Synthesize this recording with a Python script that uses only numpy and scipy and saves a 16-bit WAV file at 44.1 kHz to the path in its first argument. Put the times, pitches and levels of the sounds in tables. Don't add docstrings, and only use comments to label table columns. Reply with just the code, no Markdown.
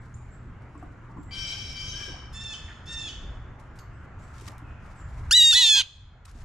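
import sys
import numpy as np
from scipy import signal
from scipy.fft import rfft, irfft, next_fast_len
from scipy.io import wavfile
from scipy.ndimage import uniform_filter1d

SR = 44100
rng = np.random.default_rng(int(sys.argv[2]) if len(sys.argv) > 2 else 0)


def wav_out(sig):
    wavfile.write(sys.argv[1], SR, np.round(np.clip(np.atleast_2d(sig).T, -1, 1) * 32767).astype(np.int16))


def rack_gain(trim_db):
    fader = np.asarray(trim_db, float)
    return 10 ** (fader / 20)


N = 284381


def evened(x):
    return x / np.sqrt(np.mean(x ** 2) + 1e-20)


def read(points, hz):
    f, value = np.transpose(points)
    return np.interp(np.log(np.abs(hz) + 1), np.log(f + 1), value)


def wander(count, size):
    return evened(uniform_filter1d(uniform_filter1d(rng.standard_normal(count), size), size))


def coloured(x, points):
    size = next_fast_len(x.shape[-1], True)
    gain = rack_gain(read(points, np.fft.rfftfreq(size, 1 / SR)))
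    return irfft(rfft(x, size) * gain, size)[..., :x.shape[-1]]


def add(mix, s, sound, pan_db=0., angle=0.):
    # (frequency [Hz], lead [rad])
    port_lead = [(0, 0.68), (3010, -0.81), (6120, -0.37), (7580, -0.98), (11700, -0.2), (12900, -0.2),
                 (13200, 0.2), (15200, -0.6)]
    x = np.pad(sound, (32, 32 + len(sound) % 2))
    turn = np.exp(.5j * angle * read(port_lead, np.fft.rfftfreq(len(x), 1 / SR)))
    pair = irfft(rfft(x) * np.array([turn, 1 / turn]), len(x))
    pair *= rack_gain(np.array([[pan_db], [-pan_db]]) / 2)
    part = mix[:, max(round(s * SR) - 32, 0):][:, :len(x)]
    part += pair[:, :part.shape[1]]


def woods(x, gap_s, depth=0.81, size=SR, stir=.4):
    # (frequency [Hz], t60 [s])
    trunk_decay = [(200, 1.5), (2000, 1.2), (3300, 0.91), (4500, 0.89), (7000, 0.74), (14000, 0.49)]
    taps_lr = np.zeros((2, size))
    at = np.arange(0, size - 20, 20) + rng.integers(0, 20, (2, (size - 1) // 20))
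    np.put_along_axis(taps_lr, at, rng.choice([-1., 1.], at.shape), 1)
    taps_lr[1] = .5 * taps_lr[0] + 1.2 * taps_lr[1]
    hz, t, z = signal.stft(taps_lr, SR, nperseg=256)
    decay = rack_gain(-60 * t / depth / read(trunk_decay, hz)[:, None])
    tail = signal.istft(z * decay, SR, nperseg=256)[1]
    tail /= np.linalg.norm(tail, axis=1)[:, None]
    tail = np.pad(tail, ((0, 0), (round(gap_s * SR), 0)))
    stirred = x.mean(0) * (.92 + stir * wander(N, size=110))
    return signal.oaconvolve(stirred[None], tail, axes=1)[:, :N]


def traffic():
    # (frequency [Hz], density [dB per Hz])
    road_colour = [(12, -39), (24, -4.5), (50, 0.5), (80, -1), (124, -6), (160, -13), (484, -26.5),
                   (1390, -24.5), (2220, -34), (2550, -39), (2850, -41), (3460, -48.5), (4690, -55.5),
                   (7510, -55), (8160, -71.5), (10500, -76), (15000, -92)]
    # (frequency [Hz], left-right likeness [-1 to 1])
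    likeness = [(60, 1), (180, 0.93), (550, 0.8), (1650, 0.78), (4970, 0.14), (15000, 0.99)]
    # (time [s], level [dB])
    swell = [(0.0, -54.5), (.6, -54), (1.2, -53.5), (4.4, -51.5), (5.25, -50.5), (5.55, -42.5), (5.9, -50),
             (6.45, -43.5)]
    hum_hz, hum_db = 119, -50.5
    rumble_db, gust_db = 7.5, 1.8
    truck_s, truck_db, truck_db_per_s = 1.1, 3.5, 2.1

    frames, hz = N // 512 + 5, np.fft.rfftfreq(2048, 1 / SR)
    a, b, c, d, patches = rng.standard_normal((frames, 1025, 5)).T
    patches = evened(uniform_filter1d(uniform_filter1d(patches, 20, 0), 8, 1))
    same = np.clip(read(likeness, hz), -1, 1)[:, None]
    left = a + 1j * b
    right = same * left + np.sqrt(1 - same ** 2) * (c + 1j * d)
    z = np.array([left, right]) * rack_gain(read(road_colour, hz)[:, None] + 1.72 * patches)
    road = signal.istft(z, nperseg=2048, noverlap=1536)[1][:, :N]

    t = np.arange(N) / SR
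    hum = np.sin(2 * np.pi * np.cumsum(hum_hz + 2.13 * wander(N, size=2500)) / SR)
    hum *= rack_gain(hum_db + 3 * wander(N, size=3000))
    rumble = signal.filtfilt(*signal.butter(2, 150, fs=SR), road)
    drone = signal.filtfilt(*signal.butter(2, 450, fs=SR), road) - rumble
    truck = rack_gain(truck_db - truck_db_per_s * abs(t - truck_s)) - 1
    mixed = evened(road - rumble + truck * drone)
    mixed += rack_gain(rumble_db + gust_db * wander(N, size=6000)) * evened(rumble)
    return rack_gain(np.interp(t, *np.transpose(swell)) + 1.5) * mixed + hum


def bursts(rows):
    t = np.arange(0, N / SR, .001)
    gain = np.zeros(len(t))
    for s, rise, hold, fall, db in rows:
        climb = np.maximum((s + rise - t) / rise, 0)
        decay = np.maximum((t - s - rise - hold) / max(fall, .005), 0)
        gain += rack_gain(db - 20 * climb - 20 * decay) * (t >= s)
    return np.interp(np.arange(N) / SR, t, gain)


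def rustle():
    # (start [s], rise [s], hold [s], time to fall 20 dB [s], level [dB])
    leaf_bursts = [(0.0, .02, .005, 1.2, -82.5), (.57, .04, .02, 10, -90.5),
                   (3.585, 0.013, 0.0092, 0.08, -73), (4.0, 0.048, 0.012, 0, -84),
                   (4.18, .01, 0.037, 1, -80.5), (4.2, 0.28, .01, 0.06, -68.5),
                   (4.35, 0.015, .008, 0.04, -72), (4.476, 0.0032, 0.0079, 0, -56.5),
                   (4.395, .02, 0.0069, -0.03, -68.5), (4.44, 0.017, 0.0056, -0.22, -77),
                   (4.8, 0.045, 0.27, -0.3, -79.5), (5.1, 0.047, 0.021, 1.2, -76.5),
                   (6.249, 0.0028, .006, 0, -48.5), (6.27, .01, 0.27, 2, -60.5)]
    # (start [s], rise [s], hold [s], time to fall 20 dB [s], level [dB])
    wing_draughts = [
        (5.22, 0.15, 0.1, 0.35, -25.5),
        (6.22, 0.18, .05, .1, -28.5),
    ]
    # (frequency [Hz], density [dB per Hz])
    feather_colour = [(1180, -16.5), (2000, -7), (2600, -7.5), (2900, -9.5), (7080, -10), (11900, -22.5),
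                      (15000, -34.5)]
    clumps = rack_gain(2.2 * wander(N, size=40) + 2.5 * wander(N, size=700))
    grains = rng.standard_normal((2, N)) * clumps
    grains[1] = 0.38 * grains[0] + 0.55 * grains[1]
    crackle = evened(coloured(grains, feather_colour))
    draught = signal.lfilter(*signal.butter(3, [22, 90], "band", fs=SR), rng.standard_normal(N))
    return rack_gain(9.5) * bursts(leaf_bursts) * crackle + bursts(wing_draughts) * evened(draught)


def small_birds():
    # (start [s], length [s], start pitch [Hz], end pitch [Hz], level [dB])
    chips = [(0.0, .03, 7950, 7750, -75), (0.14, 0.012, 5820, 7300, -51.5), (0.148, .012, 7900, 8700, -66),
             (0.299, 0.072, 7200, 7630, -67.5), (0.777, 0.0055, 8700, 7400, -60.5),
             (1.168, 0.13, 7240, 7600, -69), (1.277, 0.037, 1990, 2000, -54.5),
             (3.926, 0.061, 8500, 7760, -79), (4.018, 0.049, 1910, 1995, -66),
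             (4.18, .1, 5900, 7830, -70.5), (4.63, 0.12, 2700, 2503, -61), (4.953, 0.11, 8600, 7180, -64.5)]
    waver = 0.022
    mix = np.zeros((2, N))
    for s, length, start_hz, end_hz, db in chips:
        u = np.linspace(0, 1, round(length * SR))
        glide = end_hz + (start_hz - end_hz) * (1 - u) ** 3.8
        hz = glide + waver * end_hz * wander(len(u), size=24)
        whistle = np.sin(2 * np.pi * np.cumsum(hz) / SR)
        add(mix, s, rack_gain(db) * whistle * np.sin(np.pi * u ** 0.87))
    return rack_gain(1.5) * mix + rack_gain(1.0) * woods(mix, 0.0018, stir=.8)


def taps():
    # (time [s], peak [dB], centre [Hz], ring t60 [s], left-right [dB])
    ticks = [(0.6194, -63, 4540, 0.035, 0.0), (0.7294, -69, 5660, 0.035, -6),
             (0.8275, -60.5, 7670, 0.032, 1.0), (0.9194, -74, 5600, 0.035, 0.5),
             (1.2311, -59.5, 7340, 0.038, 10), (3.597, -60, 6640, 0.032, -3), (3.7554, -58, 5760, 0.25, -1),
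             (3.7878, -42, 4160, 0.041, -3), (4.0494, -71, 7520, 0.035, -1.5),
             (4.3814, -47, 4630, 0.038, -9.5), (4.4107, -45, 5950, 0.04, -6),
             (4.476, -44.5, 6100, 0.018, -9.5), (4.482, -45, 9000, .02, -4.5),
             (4.518, -51, 7000, 0.012, -1.5), (4.5808, -48.5, 8000, 0.012, -6),
             (4.8584, -60, 5900, 0.035, 0.5), (5.0994, -65, 7320, 0.032, 2),
             (5.5754, -24.5, 5980, 0.027, 0.5), (6.2535, -33.5, 6030, 0.045, -3),
             (6.2674, -49, 5480, 0.03, 1.0), (6.2783, -53, 7720, 0.036, -1.5),
             (6.3124, -37, 5470, 0.025, -2)]
    # (time [s], peak [dB], centre [Hz], ring t60 [s], left-right [dB])
    knocks = [(0.754, -37.5, 288, 0.063, 0), (0.753, -38, 1080, 0.02, 2), (0.826, -35, 720, 0.032, 2),
              (0.828, -39, 1190, 0.028, 2), (0.833, -35, 308, 0.053, 0), (1.094, -44, 904, 0.05, 7),
              (1.171, -41.5, 1000, 0.028, 17), (1.17, -37, 304, 0.027, 12), (1.182, -30.5, 151, 0.051, 3),
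              (1.185, -31.5, 285, 0.068, -4), (2.009, -48.5, 1150, 0.04, 20), (2.012, -36, 384, 0.021, 4),
              (2.079, -35, 390, 0.04, 7), (2.088, -41.5, 508, 0.047, 6), (2.097, -36, 306, 0.041, 4.5),
              (2.142, -41, 703, 0.029, 15), (4.477, -42, 1200, 0.059, -3), (4.482, -45.5, 1880, 0.03, -1),
              (4.476, -42.5, 300, 0.07, 1), (4.622, -41, 281, 0.073, -1), (5.577, -29, 2010, 0.018, -3),
              (6.265, -33, 1296, 0.027, -1), (6.278, -33.5, 1096, 0.026, -4),
              (6.351, -28, 231, 0.059, -2.5), (6.356, -38, 400, 0.057, -1), (4.42, -41, 403, 0.055, -4)]
    # (frequency [Hz], level [dB], t60 [s])
    hook_modes = [(4463, -7, 0.36), (5600, -14, .06), (6480, 0, 0.2), (7500, -4, 0.18), (11700, -8, 0.17),
                  (12300, -9, 0.18), (13200, -10, .06)]
    hook_s, hook_db, hook_rattle = 3.788, -56, .6

    mix, t = np.zeros((2, N)), np.arange(4000) / SR
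    rise = 1 - np.exp(-t / 0.00045)
    for s, db, hz, t60, pan_db in ticks:
        band = signal.butter(2, [hz / 2.7, min(hz * 1.7, .4 * SR)], "band", fs=SR)
        noise = rng.standard_normal(len(t)) * rise * rack_gain(-60 * t / max(t60, .005))
        burst = signal.lfilter(*band, noise)
        add(mix, s, rack_gain(db - 9.0) * burst / np.sqrt(np.mean(burst[:150] ** 2)), pan_db)

    for s, db, hz, t60, pan_db in knocks:
        decay = rack_gain(db - 60 * t / max(t60, .005))
        add(mix, s, decay * (1 - np.exp(-t * hz * 1.7)) * np.sin(2 * np.pi * hz * t), pan_db)

    t = np.arange(12000) / SR
    ring = sum(rack_gain(db - 60 * t / t60) * np.sin(2 * np.pi * hz * t) for hz, db, t60 in hook_modes)
    rattle = .85 + hook_rattle * wander(len(t), size=60)
    add(mix, hook_s, rack_gain(hook_db) * (1 - np.exp(-t / 0.0046)) * rattle * ring)
    near_echo = woods(mix, 0.0018, depth=0.18, size=SR // 3)
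    return mix + rack_gain(-10.5) * woods(mix, 0.008) + rack_gain(-7.0) * near_echo


def mouth(t, hz, db, grip, beak, rough, edge_s, join_s=-1.):
    onset, close = np.exp((t[0] - t) / edge_s[0]), np.exp((t - t[-1]) / edge_s[1])
    joined = np.clip((t - t[0] - join_s) / .008 + .5, 0, 1)
    low_grip = np.linspace(*grip, len(t)) * joined
    opening = beak[1] - beak[0] * onset - beak[2] * close
    roughness = rough[1] + rough[0] * onset + rough[2] * close
    return np.transpose([t, hz, db, low_grip, opening, roughness])


def jay(rows, throat, scale=1, slip=None, flutter_hz=212.5, flutter=0., patchy_db=3., pipe_hz=0.,
        shut_s=0., close_s=0.0017, blur=0.):
    # (frequency [Hz], level [dB])
    shut_throat = [(500, -41.5), (800, -23), (1450, -13), (1800, -18), (2750, -3.5), (3250, -11),
                   (4050, -15), (4800, 2.5), (5600, -6), (6500, -7.5), (8000, -18), (10000, -18.5),
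                   (14500, -32.5)]
    flutter_ref_hz = 4000
    blur_hz = 6320
    lean = 0.17

    s, *columns = np.transpose(rows)
    t = np.arange(s[0], s[-1], 1 / SR)
    hz, effort_db, grip, beak, rough = (np.interp(t, s, c) for c in columns)
    grip, rough = np.clip(grip, 0, 1), np.clip(rough, 0, 1)
    jitter = wander(len(t), size=40) + 0.55 * wander(len(t), size=700)
    high = scale * hz * (1 + 0.0714 * rough * jitter)
    low = high / 2
    if slip is not None:
        low = np.where(t > slip[0][0], np.interp(t, *np.transpose(slip)), low)
    m, n = np.mgrid[:9, :4].reshape(2, -1, 1)[:, 1:]
    lines = m * high + n * low

    colour_db = read(throat, np.where(lines > pipe_hz, lines / beak, lines))
    if shut_s:
        shut = np.exp(-((t - s[0]) / shut_s) ** 4) + np.exp(-((t - s[-1]) / close_s) ** 4)
        colour_db = shut * read(shut_throat, lines) + (1 - shut) * colour_db
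    colour_db += patchy_db * wander(lines.shape, size=500)
    weight = grip ** n * np.where(m, 1, .35) * rack_gain(colour_db) * (lines < .36 * SR)

    beat = 2 * np.pi * np.cumsum(flutter_hz * (1 + 0.024 * wander(len(t), size=900))) / SR
    depth = flutter * np.minimum(lines / flutter_ref_hz, 1.5)
    smear = blur * (lines / blur_hz) ** 3 * wander(lines.shape, size=30) + lean * depth * np.sin(beat)
    phase = 2 * np.pi * np.cumsum(lines, 1) / SR + 0.28 * (2 * m + n) ** 2 + smear
    voiced = (weight * (1 + depth * np.cos(beat)) * np.cos(phase)).sum(0)
    voiced /= np.sqrt((weight ** 2).sum(0) / 2)
    voiced *= 1 + 1.1 * rough * wander(len(t), size=20)
    return s[0], rack_gain(effort_db) * voiced * signal.windows.tukey(len(t), 200 / len(t))


def call(row, scoop, rise_s, soft_db, fade_db, crest=0., crack=(0, 0), **shape):
    start, length, hz, db, sag = row
    t = np.arange(0, length, .001)
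    onset = np.exp(-t / rise_s)
    flat = crack[1] / (1 + np.exp((t - crack[0]) / .003))
    pitch = hz * (1 - flat - scoop * onset - sag * (t / length - crest) ** 2)
    effort_db = db + soft_db * onset + fade_db * (t / length) ** 2
    return mouth(start + t, pitch, effort_db, **shape)


def far_jays():
    # (start [s], length [s], low voice [Hz], effort [dB], pitch sag [share])
    scolds = [
        (1.307, .229, 780, -36, .008),
        (1.5, 0.24, 775.7, -40, 0.0091),
        (1.745, .205, 775, -36.5, -.012),
        (1.93, 0.2, 783.7, -38, 0.041),
    ]
    stray = (1.93, .24, 850, -49, .13)
    replies = [
        (2.326, .215, 899, -37.5, .11),
        (2.856, .235, 908.4, -36, .19),
    ]
    breaks = [
        (2.537, 0.046, 769, -34, 0.028),
        (3.087, .04, 756, -37, 0.04),
    ]
    cluck = (2.678, .058, 890, -46, .02)
    trails = [
        (2.57, .29, 856, -56.5, .06),
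        (3.12, .3, 860, -61, .04),
    ]
    # (flutter depth [share], start beak narrowing [share], beak opening [factor], fade [dB])
    manners = [
        (0.5, 0.094, 0.9, 0.5),
        (0.47, .01, 0.92, -4),
        (0.22, 0.2, 0.97, -5),
        (0.23, .01, 0.94, -10.5),
    ]
    rasp_each = [.07, .16, .085, .145]
    # (time after start [s], flatness [share of pitch])
    cracks = [
        (0.078, .018),
        (0.025, 0.0301),
    ]
    # (frequency [Hz], level [dB])
    group_throat = [(800, -54.5), (1550, -14.5), (2330, -2), (3100, 2), (3900, -11), (4900, -12.5),
                    (5800, 1.5), (6700, -11), (7600, -23), (8500, -19.5), (10000, -33.5), (12000, -27.5),
                    (13300, -31), (14300, -56)]
    answer_throat = [(900, -10), (1800, -20), (2700, -9), (3600, 1.5), (4500, -6.5), (5400, -16),
                     (7200, -9), (9000, -22), (11000, -35.5), (14000, -57.5)]

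    group, answers = np.zeros((2, 2, N))
    for row, (flutter, shut, wide, fade_db), rasp in zip(scolds, manners, rasp_each):
        rows = call(row, scoop=0.02, rise_s=.009, soft_db=-15, fade_db=fade_db, grip=(.75, .95),
                    beak=(shut, wide, .01), rough=(-.01, rasp, .06), edge_s=(.055, .05))
        voice = jay(rows, group_throat, scale=2, flutter=flutter, patchy_db=4.5, pipe_hz=4200, blur=.45)
        add(group, *voice, pan_db=4.5, angle=1.0)
    rows = call(stray, scoop=0.0697, rise_s=0.05, soft_db=1, fade_db=-8, grip=(.1, .12),
                beak=(-.15, .3, .01), rough=(-.05, .21, .01), edge_s=(.04, .04))
    add(group, *jay(rows, answer_throat, scale=2.0))

    sung = [call(row, scoop=0.0095, rise_s=0.016, soft_db=-24.5, fade_db=-0.5, crest=.3, crack=crack,
                 grip=(.33, .45), beak=(.05, .89, .01), rough=(.5, .065, .06), edge_s=(.009, .02))
            for row, crack in zip(replies, cracks)]
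    sung += [call(row, scoop=-0.025, rise_s=0.0029, soft_db=3, fade_db=-34, grip=(.1, .11),
                  beak=(.02, .88, .02), rough=(.15, .09, .15), edge_s=(.006, .012)) for row in breaks]
    sung += [call(cluck, scoop=0.021, rise_s=0.0035, soft_db=-14, fade_db=-8, grip=(.1, .11),
                  beak=(.01, .48, .01), rough=(.01, .75, .01), edge_s=(.01, .01))]
    sung += [call(row, scoop=0.0058, rise_s=0.026, soft_db=7, fade_db=-15, grip=(.3, .31),
                  beak=(.01, .95, .01), rough=(.01, .12, .01), edge_s=(.01, .01)) for row in trails]
    for rows, shut_s in zip(sung, (0.025, .014, 0, 0.0017, 0, 0, 0)):
        voice = jay(rows, answer_throat, scale=2, flutter=0.055, shut_s=shut_s, blur=.06)
        add(answers, *voice, pan_db=-2.5, angle=0.98)

    group_tail = woods(group, .005, stir=0.45) * rack_gain(np.array([[-3.], [-5.]]))
    answer_tail = woods(answers, .008, stir=.42)
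    return rack_gain(-5.5) * group + group_tail + rack_gain(-3.5) * answers + rack_gain(-6.5) * answer_tail


def scream(curve, rasps, jerks=(), **shape):
    slack_s, slack_share, slack_db = .032, 0.34, -18
    s, hz, db = np.transpose(curve)
    t = np.arange(s[0], s[-1] + slack_s, .001)
    slack = (np.maximum(t - s[-1], 0) / slack_s) ** 3
    jerk = sum(lift_hz * np.exp(-((t - at) / width) ** 2) for at, lift_hz, width in jerks)
    pitch = np.interp(t, s, hz) * (1 - slack_share * slack) + jerk
    rows = mouth(t, pitch, np.interp(t, s, db) + slack_db * slack, **shape)
    hoarse = uniform_filter1d(sum(rough * (t > a) * (t < b) for a, b, rough in rasps), size=8)
    return np.column_stack([rows[:, :-1], rows[:, -1] + hoarse])


def near_jays():
    # (time [s], high voice [Hz], effort [dB])
    first_curve = [(5.309, 1333, -9.5), (5.33, 1776, -1.5), (5.35, 1945, 1.5), (5.375, 1978, 4),
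                   (5.42, 1869, 3.5), (5.5, 1863, 0.5), (5.545, 1733, -3), (5.63, 1697, -8),
                   (5.68, 1585, -12.5)]
    second_curve = [(5.527, 1328, -5.5), (5.55, 1867, -2), (5.567, 1962, -1), (5.6, 1997, -3),
                    (5.65, 1811, -1), (5.7, 1733, -2.5), (5.77, 1640, -1.5), (5.792, 1587, -2.5)]
    # (time [s], low voice [Hz])
    slip_curve = [(5.745, 834), (5.756, 890), (5.77, 930.5), (5.8, 974), (5.815, 900), (5.826, 605)]
    # (time [s], pitch lift [Hz], width [s])
    head_tosses = [
        (5.432, 70, 0.0074),
        (5.508, 44, 0.0088),
        (5.527, -29, 0.01),
    ]
    # (frequency [Hz], level [dB])
    first_throat = [(500, -35), (780, -12), (950, -23.5), (1700, -28), (1870, -23.5), (1980, -15),
                    (2300, -14.5), (2800, -5.5), (3600, 2), (4300, 0), (5000, -16.5), (5800, -19.5),
                    (6800, -8), (7800, -15), (9500, -27.5), (12000, -29), (14500, -47.5), (15500, -58)]
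    second_throat = [(500, -63), (950, -14), (1650, -19), (1850, -24), (2000, -10.5), (2300, -10),
                     (2700, -9), (3600, 1.5), (4300, -5.5), (5400, -19), (6800, -9.5), (7900, -20.5),
                     (9500, -30), (14500, -38), (15500, -61)]

    mix = np.zeros((2, N))
    first = scream(first_curve, [(5.505, 5.545, 0.077), (5.66, 5.695, 0.22)], head_tosses,
                   grip=(.35, .75), join_s=0.029, beak=(-.03, .99, .2), rough=(.13, .008, .25),
                   edge_s=(.022, .022))
    second = scream(second_curve, [(5.75, 5.83, .14), (5.573, 5.582, 0.083)],
                    grip=(.4, .75), join_s=0.039, beak=(.03, .99, .1), rough=(.08, .008, .25),
                    edge_s=(.03, .008))
    voice = jay(first, first_throat, patchy_db=2.0, pipe_hz=3900, shut_s=.024, close_s=0.016)
    add(mix, *voice, pan_db=-0.5, angle=0.88)
    voice = jay(second, second_throat, slip=slip_curve, patchy_db=1.06, shut_s=0.018, close_s=0.0033)
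    add(mix, *voice, pan_db=-2.5, angle=0.89)
    trees = woods(mix, 0.04)
    stone = woods(mix, 0.0027, depth=.15, size=SR // 4, stir=.1)
    return mix + rack_gain(-31.5) * trees + rack_gain(-14.5) * stone


def scene():
    return traffic() + rustle() + small_birds() + taps() + far_jays() + near_jays()


def band_limit(x):
    return signal.sosfilt(signal.butter(12, 15590, fs=SR, output="sos"), x)


def record(dry):
    power = abs(uniform_filter1d((dry ** 2).mean(0), size=400))
    power_db = 10 * np.log10(power + 1e-12)
    release_db = np.arange(N) * 9.3 / SR
    held_db = np.maximum.accumulate(power_db + release_db) - release_db
    over_db = np.maximum(held_db + 24, 0)
    ducked = dry / rack_gain(0.6 * uniform_filter1d(over_db, size=300))
    ducked = signal.lfilter(*signal.butter(2, 13500, fs=SR), ducked)
    ceiling = 0.93
    return band_limit(ceiling * np.tanh(ducked / ceiling))


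dry = scene()
out = record(dry)
wav_out(out)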